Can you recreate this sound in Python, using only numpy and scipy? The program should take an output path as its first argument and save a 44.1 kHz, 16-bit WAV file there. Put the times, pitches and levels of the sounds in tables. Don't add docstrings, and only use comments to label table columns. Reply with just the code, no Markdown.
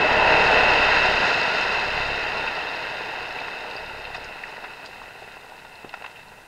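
import sys
import numpy as np
from scipy import signal
from scipy.fft import rfft, irfft, next_fast_len
from scipy.io import wavfile
from scipy.ndimage import map_coordinates

SR = 44100
rng = np.random.default_rng(int(sys.argv[2]) if len(sys.argv) > 2 else 0)


def wav_record(signal):
    frames = np.transpose(np.atleast_2d(signal))
    bounded = np.clip(frames, -1, 1)
    quanta = np.round(bounded * 32767).astype(np.int16)
    wavfile.write(sys.argv[1], SR, quanta)


N = 285327
TIME = np.arange(N) / SR
SIZE = next_fast_len(N + SR // 2, True)
FREQ = np.fft.rfftfreq(SIZE, 1 / SR)

# peak_db, swell_db, swell_end_s, hold_end_s, slump_db, thinning_db_per_s
STONE_LOUDNESS = (-18.5, 3.5, 0.55, 0.88, 2.5, 5.5)


def amp(db):
    return 10 ** (np.asarray(db) / 20)


def unit(x):
    return x / np.sqrt(np.mean(x ** 2) + 1e-20)


def tone_curve(points):
    hz, db = np.transpose(points)
    return np.interp(np.log(FREQ + 1), np.log(hz + 1), db)


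def wobble(rate):
    return map_coordinates(rng.standard_normal(int(N * rate / SR) + 4), [TIME * rate])


def coloured(x, db):
    cepstrum = irfft(np.log(amp(db)), SIZE)
    cepstrum[1:SIZE // 2] *= 2
    cepstrum[SIZE // 2 + 1:] = 0
    return irfft(rfft(x, SIZE) * np.exp(rfft(cepstrum)), SIZE)[:N]


def housing():
    # pitch_hz, half_width_hz, boost_db
    resonances = [(460, 56, 5.5), (626.3, 33, 9), (735, 37, 7.5), (923, 120, 12), (1425, 76, 9),
                  (1598, 62, 5), (1920, 180, 8.5), (2619.6, 104, 15), (2800, 76, 5), (3689, 76, 9.5),
                  (4086, 135, 10), (4737, 107, 11), (5250, 114, 9.5), (6670, 140, 7)]
    return sum(db * np.exp(-((FREQ - hz) / width) ** 2 / 2) for hz, width, db in resonances)


def fall_level(peak_db, swell_db, swell_end_s, hold_end_s, slump_db, thinning_db_per_s, slump_s=0.31):
    swell_left = np.clip(1 - TIME / swell_end_s, 0, 1)
    fading_s = np.maximum(TIME - hold_end_s, 0)
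    landed = 1 - np.exp(-fading_s / slump_s)
    return peak_db - swell_db * swell_left - slump_db * landed - thinning_db_per_s * fading_s


def air():
    # pitch_hz, level_db
    air_tone = [(15, 0.5), (27, 4), (55, -8.5), (100, -1), (250, -4.5), (500, -21), (1500, -36)]
    return amp(-58.5) * unit(coloured(rng.standard_normal(N), tone_curve(air_tone)))


def throb_strength(rise_s=0.073, fall_s=0.057, tremor_db=-48.5, fade_db_per_s=2.5):
    # start_s, length_s, level_db
    surges = [(0.037, 1.14, -37), (1.517, .96, -46.5), (1.84, .28, -39), (3.08, 0.28, -56),
              (3.757, 0.52, -49.5)]
    power = amp(tremor_db - fade_db_per_s * TIME) ** 2
    for start, length, db in surges:
        rise = np.clip((TIME - start) / rise_s, 0, 1)
        fall = np.exp(-np.maximum(TIME - start - length, 0) / fall_s)
        power += (amp(db) * rise * fall) ** 2
    return np.sqrt(power)


def throb(rate_hz=17.55):
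    cycles = np.cumsum(rate_hz * (1 + 0.0075 * wobble(4))) / SR
    phase = 2 * np.pi * cycles + 0.13 * wobble(40)
    swing = np.sign(np.sin(phase))
    kicks = np.diff(swing, prepend=swing[0]) * amp(1.5 * wobble(35))
    t = TIME[:SR // 4]

    def ring(hz, fade_s):
        tone = np.sin(2 * np.pi * hz * t) * amp(-60 * t / fade_s)
        return unit(signal.fftconvolve(kicks, tone)[:N])

    thump = ring(hz=50, fade_s=0.038)
    rattle = amp(-2) * ring(hz=115, fade_s=0.031)
    sway = amp(-7) * np.sin(phase) + amp(-2) * np.sin(2 * phase)
    return throb_strength() * unit(thump + rattle + sway)


def knock(pitch_hz, width_octaves, contact_s, housing_db, grit_db=-20, grit_fade_s=0.19):
    t = np.arange(SR // 5) / SR
    hz = np.fft.rfftfreq(len(t), 1 / SR) + 1
    band = np.exp(-(np.log2(hz / pitch_hz) / width_octaves) ** 2 / 2)
    band *= amp(np.interp(hz, FREQ, housing_db))
    crunch = irfft(rfft(rng.standard_normal(len(t))) * band, len(t))
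    progress = t / contact_s
    blow = progress * np.exp(1 - progress)
    grit = amp(grit_db - 60 * t / grit_fade_s) * (1 - np.exp(-progress))
    shape = blow + grit
    return unit(crunch * shape) * np.sqrt(np.mean(shape ** 2))


def clatter(count, offset_db, stand_out_db, pitch_hz, range_octaves, spread_db=2.5):
    out = np.zeros(N + SR)
    housing_db, stones_db = housing(), fall_level(*STONE_LOUDNESS)
    for when, force, smallness in rng.random((count, 3)):
        start = int(when * N)
        db = stones_db[start] + offset_db + stand_out_db * when + spread_db * (2 * force - 1)
        db -= 4 * smallness
        hz = pitch_hz * 2 ** (range_octaves * (2 * smallness - 1))
        hit = amp(db) * knock(hz, width_octaves=0.4, contact_s=0.0011, housing_db=housing_db)
        out[start:][:len(hit)] += hit
    return out[:N]


def near_rocks():
    # start_s, level_db, pitch_hz, width_octaves, contact_s
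    landings = [(2.475, -27.5, 2400, 0.42, 0.0027), (3.389, -31.5, 2200, 0.41, 0.0017),
                (3.482, -28, 1290, .6, .0018), (3.71, -33.5, 3180, .4, 0.002),
                (3.764, -35.5, 4800, 0.095, 0.0015), (4.05, -34.5, 2800, .42, .003),
                (4.144, -30.5, 1290, 1.1, 0.0048), (4.162, -42.5, 5100, 0.12, 0.0026),
                (4.243, -44, 4970, 0.45, 0.0023), (4.435, -29, 2030, 0.24, 0.0029),
                (4.564, -35.5, 1490, .45, 0.0028), (4.64, -33.5, 1510, 0.67, 0.0042),
                (4.851, -42, 2600, 0.81, 0.002), (4.859, -37, 3870, 0.62, 0.0016),
                (5.016, -35, 1160, 0.25, 0.0016), (5.219, -38, 480, .55, .004),
                (5.52, -35.5, 785, 0.27, .0015), (5.647, -40, 700, 1.3, 0.0033),
                (5.753, -47, 4170, .3, 0.0018), (5.846, -30, 250, 1.47, 0.00093),
                (5.892, -37.5, 2600, .55, .0013), (5.9386, -28, 1270, 0.92, 0.0025),
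                (6.022, -34.5, 1300, .9, .0014), (6.042, -32.5, 1670, 0.72, .0028),
                (6.062, -32.5, 1490, 0.83, 0.0015), (6.158, -41, 2650, .16, .0026)]
    out, housing_db = np.zeros(N + SR), housing()
    for start_s, level_db, pitch_hz, width_octaves, contact_s in landings:
        hit = amp(level_db) * knock(pitch_hz, width_octaves, contact_s, housing_db, grit_db=-12)
        out[round(start_s * SR):][:len(hit)] += hit
    return out[:N]


def impacts(per_s, spread_db):
    hits = rng.random(N) < per_s / SR
    strength = amp(spread_db * np.clip(rng.standard_normal(N), -2, 2))
    return unit(hits * strength * rng.standard_normal(N) / np.sqrt(per_s))


def pour(tone, per_s, spread_db, far_db):
    contacts = impacts(per_s, spread_db) + amp(far_db) * rng.standard_normal(N)
    return unit(coloured(contacts, tone_curve(tone) + housing()))


def rock_fall(slip_at_s=6.13, slip_width_s=0.22, slip_peak_db=2.5):
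    # pitch_hz, level_db
    boulder_tone = [(20, -42), (70, -9), (150, -3.5), (260, -2.5), (480, 2), (900, -2.5), (1200, -4.5),
                    (1800, -19), (4000, -69.5)]
    stone_tone = [(300, -31.5), (800, -18.5), (1300, 1.5), (1950, 1), (2400, -2), (3100, 0), (3400, -12.5),
                  (4500, -23), (8000, -51)]
    gravel_tone = [(1500, -32), (3000, -6), (3700, 2.5), (4500, -3), (5100, -5), (6200, -11.5),
                   (7200, -17.5), (8600, -22.5), (9800, -36.5), (15000, -49)]
    # peak_db, swell_db, swell_end_s, hold_end_s, slump_db, thinning_db_per_s
    boulder_loudness = (-20, 1.5, 0.33, 0.69, 3.5, 5)
    gravel_loudness = (-32, 4.5, 0.5, 1.3, 2.1, 5.5)
    boulders_db = fall_level(*boulder_loudness)
    stones_db = fall_level(*STONE_LOUDNESS)
    gravel_db = fall_level(*gravel_loudness)
    flow = amp(0.7 * (stones_db - stones_db.max()))
    clumps_db = 0.46 * wobble(18) + 0.15 * wobble(130)
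    slip_db = slip_peak_db * np.exp(-((TIME - slip_at_s) / slip_width_s) ** 2 / 2)
    boulders = amp(boulders_db) * pour(boulder_tone, per_s=1800 * flow, spread_db=2.5, far_db=2.5)
    stones = amp(stones_db) * pour(stone_tone, per_s=4000 * flow, spread_db=1.5, far_db=2.5)
    gravel = amp(gravel_db) * pour(gravel_tone, per_s=4000 * flow, spread_db=4.5, far_db=3)
    return amp(clumps_db + slip_db) * (boulders + stones + gravel)


def scene():
    stones = clatter(count=150, offset_db=-7, stand_out_db=6, pitch_hz=1610, range_octaves=1.23)
    pebbles = clatter(count=40, offset_db=-15.5, stand_out_db=11, pitch_hz=4400, range_octaves=0.25)
    return (rock_fall() + stones + pebbles + near_rocks() + throb() + air())[None]


def record(dry):
    # pitch_hz, level_db
    hiss_tone = [(20, 1), (300, 6.5), (3000, -0.5), (8000, 0.5), (11000, -3.5), (11400, -1.5), (11700, -3),
                 (12000, -3), (13500, -8), (15600, -7)]
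    top_hz = 15750
    hiss = amp(-58.5) * unit(coloured(rng.standard_normal(N), tone_curve(hiss_tone)))
    return irfft(rfft(dry + hiss, SIZE) * (FREQ < top_hz), SIZE)[..., :N]


dry = scene()
out = record(dry)
wav_record(out)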